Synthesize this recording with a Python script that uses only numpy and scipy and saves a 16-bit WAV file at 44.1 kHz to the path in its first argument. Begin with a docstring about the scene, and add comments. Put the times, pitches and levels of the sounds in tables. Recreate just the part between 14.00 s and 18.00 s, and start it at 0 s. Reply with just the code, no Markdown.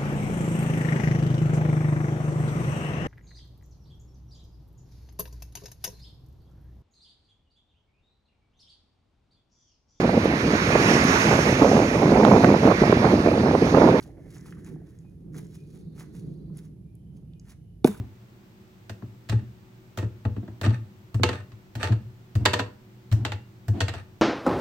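"""On the gritty, leaf-strewn bank of a woodland creek, a man shuffles about in rubber boots.
His soles hiss over sand, crush leaves and snap twigs. He tosses a rock onto a pile of stones:
it lands with a crack and a heavy thud, knocks again and scatters grit while the pile rings briefly.
Faint birds call far off, and a low rumble swells and sinks under it all."""
import sys
import numpy as np
from scipy import signal
from scipy.fft import rfft, irfft
from scipy.io import wavfile
from scipy.ndimage import uniform_filter1d, minimum_filter1d

SR = 44100
rng = np.random.default_rng(int(sys.argv[2]) if len(sys.argv) > 2 else 0)


def int16_out(signal):
    """Quantize to a 16-bit WAV file."""
    q = np.round(np.clip(np.atleast_2d(signal).T, -1, 1) * 32767)
    wavfile.write(sys.argv[1], SR, q.astype(np.int16))


N = 176400  # 4 seconds


def from_db(db):
    """Turn decibels into a number to multiply by."""
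    return 10 ** (np.asarray(db) / 20)


def rms_one(x):
    """Scale a sound so its average strength (rms) is 1."""
    return x / np.sqrt(np.mean(x ** 2) + 1e-20)


def clock():
    """The time of every sample, in seconds."""
    return np.arange(N) / SR


def swell(s, rise, fall):
    """A loudness curve that peaks at time s and is 20 dB down one rise before and one fall after."""
    t = clock() - s
    return from_db(-20 * np.minimum(np.maximum(-t / rise, t / fall), 10))


def decay(s, fade_s):
    """A loudness curve that starts at time s and drops 60 dB over the fade time."""
    t = clock() - s
    return (t >= 0) * np.exp(-np.log(1000) * np.clip(t / fade_s, 0, 10))


def drift(seconds, count=N):
    """A smooth random wobble of about size 1; more seconds make it slower."""
    size = max(2, int(seconds * SR))
    return rms_one(uniform_filter1d(uniform_filter1d(rng.standard_normal(count), size), size))


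def clumps():
    """A quick flutter in loudness, because grains come in clumps."""
    return from_db(2.5 * drift(0.011))


def colour(x, tone):
    """Shape a sound's tone by (pitch [Hz], level [dB]) points, falling steeply outside them."""
    hz, db = np.transpose(tone)
    octave, points = np.log2(np.arange(N // 2 + 1) * SR / N + 1e-3), np.log2(hz)
    outside = np.abs(octave - np.clip(octave, points[0], points[-1]))
    gain = from_db(np.interp(octave, points, db) - 17.7 * outside)
    return rms_one(irfft(rfft(x) * gain, N))


def resonate(x, hz, width_hz):
    """Keep the part of a sound near one pitch, so it rings there."""
    r = np.exp(-np.pi * width_hz / SR)
    feedback = [1, -2 * r * np.cos(2 * np.pi * hz / SR), r * r]
    return signal.lfilter(np.array([1, 0, -1]) * (1 - r * r) / 2, feedback, x)


def wide_noise(side_db):
    """Stereo noise; a higher side_db makes the two ears less alike."""
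    mid, side = rng.standard_normal((2, N))
    return mid + from_db(side_db) * side * [[1], [-1]]


def place(x, echo_db, left_db=0.5):
    """Set a sound a little to the left and add its dull echo from trunks and banks."""
    scatter = wide_noise(side_db=0.5) * decay(0.0079, fade_s=0.41)
    dull_tail = signal.lfilter([1], [1, -.45], scatter[:, :SR])
    echo = signal.fftconvolve(x[None], rms_one(dull_tail) / np.sqrt(SR), axes=1)[:, :N]
    return x * from_db([[left_db / 2], [-left_db / 2]]) + from_db(echo_db) * echo


def background():
    """A deep rumble with a hollow hum that swells and sinks, and the faint hiss of the woods."""
    # swells of the rumble: (peak time [s], rise [s], fall [s], hum level [dB], upper level [dB])
    swells = [(.1, 0.42, 1, -80, -53.5), (.56, 0.34, 0.39, -44.5, -56.5), (.72, 0.11, 0.18, -46.5, -45.5),
              (1.281, 0.17, 0.21, -44.5, -55), (1.368, 0.083, 0.19, -51, -46.5),
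              (1.86, 0.65, 0.6, -46, -52.5), (2.279, 0.25, 0.27, -41.5, -46),
              (2.53, 0.3, 0.44, -42.5, -53.5), (3.168, 0.16, 0.28, -43, -77)]
    # tones of the upper rumble, the deep rumble and the hiss: (pitch [Hz], level [dB])
    upper_tone = [(170, -2.5), (240, 1.5), (330, 5), (450, -5.5), (560, -19.5), (750, -37.5), (1100, -41),
                  (2000, -82)]
    deep_tone = [(20, -18), (35, -23), (52, 2), (85, -2), (120, 2.5), (170, -3), (260, -24)]
    air_tone = [(300, 20.5), (700, 13), (1200, -4), (2500, -0.5), (5000, -4), (8500, -7.5), (11000, 1),
                (15500, -15)]
    hum_hz, width_hz = 159, 35.3
    broad_hum = resonate(wide_noise(side_db=-17), hum_hz, 2 * width_hz)
    hum = rms_one(resonate(broad_hum, hum_hz, width_hz))
    hum *= from_db(-55.5) + sum(from_db(db) * swell(s, rise, fall) for s, rise, fall, db, _ in swells)
    upper = colour(wide_noise(side_db=-6.5), upper_tone)
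    upper *= from_db(-64) + sum(from_db(db) * swell(s, rise, fall) for s, rise, fall, _, db in swells)
    deep = from_db(-48.5) * colour(wide_noise(side_db=-15.5), deep_tone)
    air = from_db(-72) * colour(wide_noise(side_db=1), air_tone)
    return (hum + upper + deep) * from_db([[-1.1], [1.1]]) + air


def bird_note(s, length, start_hz, end_hz, db):
    """One almost pure note that glides and wavers in pitch."""
    progress = np.linspace(0, 1, int(length * SR))
    waver = 1 + 0.028 * drift(0.006, count=SR)[:len(progress)]
    hz = (start_hz + (end_hz - start_hz) * progress) * waver
    loudness = from_db(db) * np.sqrt(np.abs(np.sin(np.pi * progress)))
    out, first = np.zeros(N + SR), int(s * SR)
    out[first:first + len(hz)] = loudness * np.sin(2 * np.pi * np.cumsum(hz) / SR)
    return out[:N]


def birds():
    """A fast trill of rising notes and a few far whistles, blurred by the trees."""
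    # far whistles: (time [s], length [s], pitch [Hz], level [dB])
    calls = [(1.007, 0.084, 2480, -81.5), (1.531, 0.09, 2470, -74.5), (2.84, 0.1, 2430, -85),
             (2.92, 0.25, 3080, -87.5), (3.22, 0.28, 2920, -86), (3.275, 0.13, 2490, -86),
             (3.55, 0.2, 2940, -86.5)]
    trill_db = -77 - 5 * np.linspace(-1, 1, 19) ** 2  # 19 notes, loudest in the middle
    trill = sum(bird_note(1.45 + k * 0.058, length=0.056, start_hz=3300, end_hz=5100, db=db)
                for k, db in enumerate(trill_db))
    whistles = sum(bird_note(s, length, hz, hz, db) for s, length, hz, db in calls)
    return place(trill + whistles, echo_db=1.5, left_db=3)


def grains(tone, ticks_per_s=900, spread_db=3):
    """Countless tiny breaks of uneven size over a smooth rubbing hiss."""
    sizes = from_db(spread_db * np.minimum(rng.exponential(1, N), 5)) * rng.choice([-1, 1], N)
    ticks = rms_one(sizes * (rng.random(N) < ticks_per_s / SR))
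    hiss = 0.95 * rng.standard_normal(N)
    return colour((ticks + hiss) * clumps(), tone)


def snaps(rows):
    """Short snaps or clicks, each a dying burst of noise around one pitch."""
    out, t = np.zeros(N + SR), np.arange(SR // 10) / SR
    for (s, db, hz), noise in zip(rows, rng.standard_normal((len(rows), len(t)))):
        fade_s = 0.024 / (hz / 1000) ** 0.39  # higher snaps die sooner
        fade = np.exp(-np.log(1000) * t / fade_s)
        width_hz, first = 0.32 * hz, int(s * SR)
        burst = fade * resonate(resonate(noise, hz, width_hz), hz, width_hz)
        out[first:first + len(t)] += from_db(db) / 2 * rms_one(burst) * np.sqrt(np.mean(fade ** 2))
    return out[:N]


def rasp(width_hz=600):
    """The dry rasp of the first steps: grainy noise that sinks a little in pitch."""
    # course of the rasp: (time [s], pitch [Hz], level [dB])
    course = [(.08, 2050, -85), (.33, 1896, -69), (.52, 1700, -70), (.88, 1748, -80), (1.02, 1750, -87)]
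    s, hz, db = np.transpose(course)
    low_pass = signal.butter(4, width_hz / 2, fs=SR, output="sos")
    low_noise = signal.sosfilt(low_pass, rng.standard_normal((2, N)))
    phase = 2 * np.pi * np.cumsum(np.interp(clock(), s, hz)) / SR
    band = low_noise[0] * np.cos(phase) + low_noise[1] * np.sin(phase)  # moved up to the pitch
    return rms_one(band * clumps()) * np.interp(clock(), s, from_db(db), left=0, right=0)


def footsteps():
    """Soles drag over sand and crush leaves, twigs snap and clothes rub."""
    # boot scuffs: (peak time [s], rise [s], fall [s], hiss level [dB], crunch level [dB])
    scuffs = [(0.028, 0.06, 0.091, -59.5, -61), (0.363, 0.14, 0.11, -57.5, -60),
              (0.464, 0.025, 0.097, -56, -58.5), (.585, 0.028, 0.05, -69, -65),
              (0.671, 0.039, 0.076, -56, -56.5), (.87, 0.071, 0.46, -72, -72.5),
              (1.357, 0.025, 0.046, -57.5, -54), (1.384, 0.013, 0.029, -51.5, -61.5),
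              (1.45, 0.044, 0.072, -62.5, -73.5), (1.555, 0.068, 0.076, -60.5, -69),
              (1.68, 0.042, 0.078, -69, -88), (1.765, 0.12, 0.12, -66, -69.5),
              (2.005, 0.052, 0.053, -51.5, -53.5), (2.164, 0.085, 0.23, -65, -68),
              (2.573, 0.036, 0.05, -56, -64), (2.655, 0.042, 0.05, -66, -72.5),
              (3.17, 0.056, 0.065, -73, -89), (3.514, 0.065, 0.031, -56.5, -56)]
    # clothes rubbing: (peak time [s], rise [s], fall [s], level [dB])
    rubs = [(.075, 0.049, 0.095, -53), (0.186, .05, 0.15, -54)]
    # tones of sand, of leaves and soil, and of cloth: (pitch [Hz], level [dB])
    sand_tone = [(2400, -3), (3200, 0), (4500, -1.5), (6500, 3), (7700, -4), (9300, 3.5), (12500, -4.5),
                 (15500, -8)]
    leaf_tone = [(400, 0), (700, 6), (1100, 5.5), (1600, 7), (2200, 5), (3000, -9)]
    cloth_tone = [(400, 1), (600, 3.5), (800, -8.5), (1100, -19.5), (2000, -22)]
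    # twigs, leaves and grit snapping: (time [s], level [dB], pitch [Hz])
    twigs = [(0.026, -43, 4400), (.058, -45.5, 650), (.092, -46.5, 720), (.326, -52, 7050),
             (.351, -46, 6000), (.382, -42.5, 6400), (.41, -46.5, 5770), (.457, -45, 1060),
             (0.5245, -37, 1600), (0.568, -48.5, 1180), (.646, -43.5, 6800), (.759, -46.5, 670),
             (0.816, -48.5, 644), (0.988, -49, 6600), (1.046, -52.5, 696), (1.344, -45.5, 1440),
             (1.344, -48.5, 6500), (1.377, -43, 6150), (1.382, -39, 10600), (1.468, -51, 6900),
             (2.5, -57.5, 990), (2.572, -35.5, 9900), (2.953, -47, 10000), (3.335, -53.5, 3060),
             (3.397, -44, 6070)]
    hiss = grains(sand_tone) * sum(from_db(db) * swell(s, up, down) for s, up, down, db, _ in scuffs)
    crunch = grains(leaf_tone) * sum(from_db(db) * swell(s, up, down) for s, up, down, _, db in scuffs)
    cloth = grains(cloth_tone) * sum(from_db(db) * swell(s, up, down) for s, up, down, db in rubs)
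    return place(hiss + crunch + cloth + rasp() + snaps(twigs), echo_db=-13)


def strike(s, notes, sag=0):
    """A hit rings a thing's own notes, swinging opposite ways in turn; sag is pitch share lost a second."""
    t = np.clip(clock() - s, 0, 1)
    slowed = t - sag * t * t / 2
    return sum((-1) ** k * from_db(db) * decay(s, fade_s) * np.sin(2 * np.pi * hz * slowed)
               for k, (hz, db, fade_s) in enumerate(notes))


def push(s, notes, rise_s, sag=0):
    """A heavy contact: the ringing builds up while the load grows."""
    return strike(s, notes, sag) * np.clip((clock() - s) / rise_s, 0, 1)


def grit(landing_s):
    """Sand sprays up just after the rock lands, then trickles down."""
    # tone of flying sand: (pitch [Hz], level [dB])
    tone = [(600, 7), (1000, 5), (2500, 1.5), (5000, -3), (10500, 4.5), (15500, -2.5)]
    spray = from_db(-39) * swell(landing_s + 0.0342, rise=0.054, fall=0.025)
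    trickle = from_db(-45.5) * decay(landing_s, fade_s=0.59)
    return grains(tone) * (spray + trickle) * (clock() > landing_s)


def rock(landing_s=3.8448, thud_delay_s=0.00091):
    """Each hit crushes the surface, rings the rock and thumps the pile; grit flies and a stone settles."""
    # the rock hitting the pile: (time after landing [s], crack level [dB], thud level [dB])
    hits = [(0, -20.5, -3), (0.0276, -44, -27), (.036, -43, -30.5)]
    # tone of the crack: (pitch [Hz], level [dB])
    crack_tone = [(600, 0), (900, 21), (1200, -2), (2400, 6.5), (3650, 5), (4800, -10), (8000, -7),
                  (10500, 6.5), (13000, -16)]
    # ringing of the rock, of rock and pile together, and of a stone rocking under the load:
    # (pitch [Hz], level [dB], fade time [s])
    clink_notes = [(1495, -35.5, 0.076), (2280, -33.5, 0.038), (2510, -39, .06), (3630, -23, 0.014),
                   (6170, -35, 0.022)]
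    thud_notes = [(151.3, -9.5, 0.069), (246, 1, 0.051), (361, 6, 0.025), (463, -1, 0.034),
                  (621, -15, 0.076), (734, -10.5, 0.025), (882, -11, 0.026)]
    settle_notes = [(209, -14.5, .11), (436, -26, 0.083)]
    # loose stones clicking: (time [s], level [dB], pitch [Hz])
    pebbles = [(3.872, -27.5, 880), (3.873, -28, 1500), (3.913, -40, 7200), (3.916, -39, 1100),
               (3.946, -39.5, 1300), (3.952, -43.5, 1500), (3.968, -42, 1000), (3.995, -46, 1900)]
    crack = colour(rng.standard_normal(N), crack_tone)
    crack *= sum(from_db(db) * decay(landing_s + s, fade_s=0.011) for s, db, _ in hits)
    first_hit_db = hits[0][1]
    clink = sum(from_db(db - first_hit_db) * strike(landing_s + s, clink_notes) for s, db, _ in hits)
    thud = sum(from_db(db) * push(landing_s + thud_delay_s + s, thud_notes, rise_s=0.0003)
               for s, _, db in hits)
    settle = push(landing_s + 0.0392, settle_notes, rise_s=0.013, sag=0.83)  # sinks as it beds in
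    bright = crack + clink + grit(landing_s) + snaps(pebbles)
    return place(bright, echo_db=-16) + place(thud + settle, echo_db=-29)


def scene():
    """Everything on the creek bank, in stereo."""
    return footsteps() + rock() + birds() + background()


def stereo_processing(x):
    """The phone's stereo processing makes left and right differ in level and timing, pitch by pitch."""
    # left compared with right: (pitch [Hz], louder by [dB], ahead by [radians])
    sides = [(250, 0, .1), (600, -4.4, .4), (1300, -2.8, .3), (3000, -2, 2), (5500, -3, .8), (6600, 0, -.2),
             (7400, 0, -.6), (8600, 0, -3.1), (10600, 0, -6.2), (13200, 0, -9.3), (15200, 0, -12.5)]
    points, db, radians = np.transpose(sides)
    hz = np.arange(N + 1) * SR / (2 * N)
    tilt = from_db(np.interp(hz, points, db) / 2)
    lead = np.exp(1j * np.interp(hz, points, radians))
    return irfft(rfft(x, 2 * N) * np.array([tilt * lead, 1 / tilt]))[:, :N]


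def record(dry):
    """The phone shapes the stereo, quickly turns down the loudest peaks and cuts the highest treble."""
    ceiling, window, cutoff_hz = 0.95, int(0.0007 * SR), 15900
    x = stereo_processing(dry)
    gain = ceiling / np.maximum(np.abs(x).max(axis=0), ceiling)
    limited = x * uniform_filter1d(minimum_filter1d(gain, window), window)
    return signal.sosfilt(signal.ellip(10, .1, 80, cutoff_hz, fs=SR, output="sos"), limited)


dry = scene()
out = record(dry)
int16_out(out)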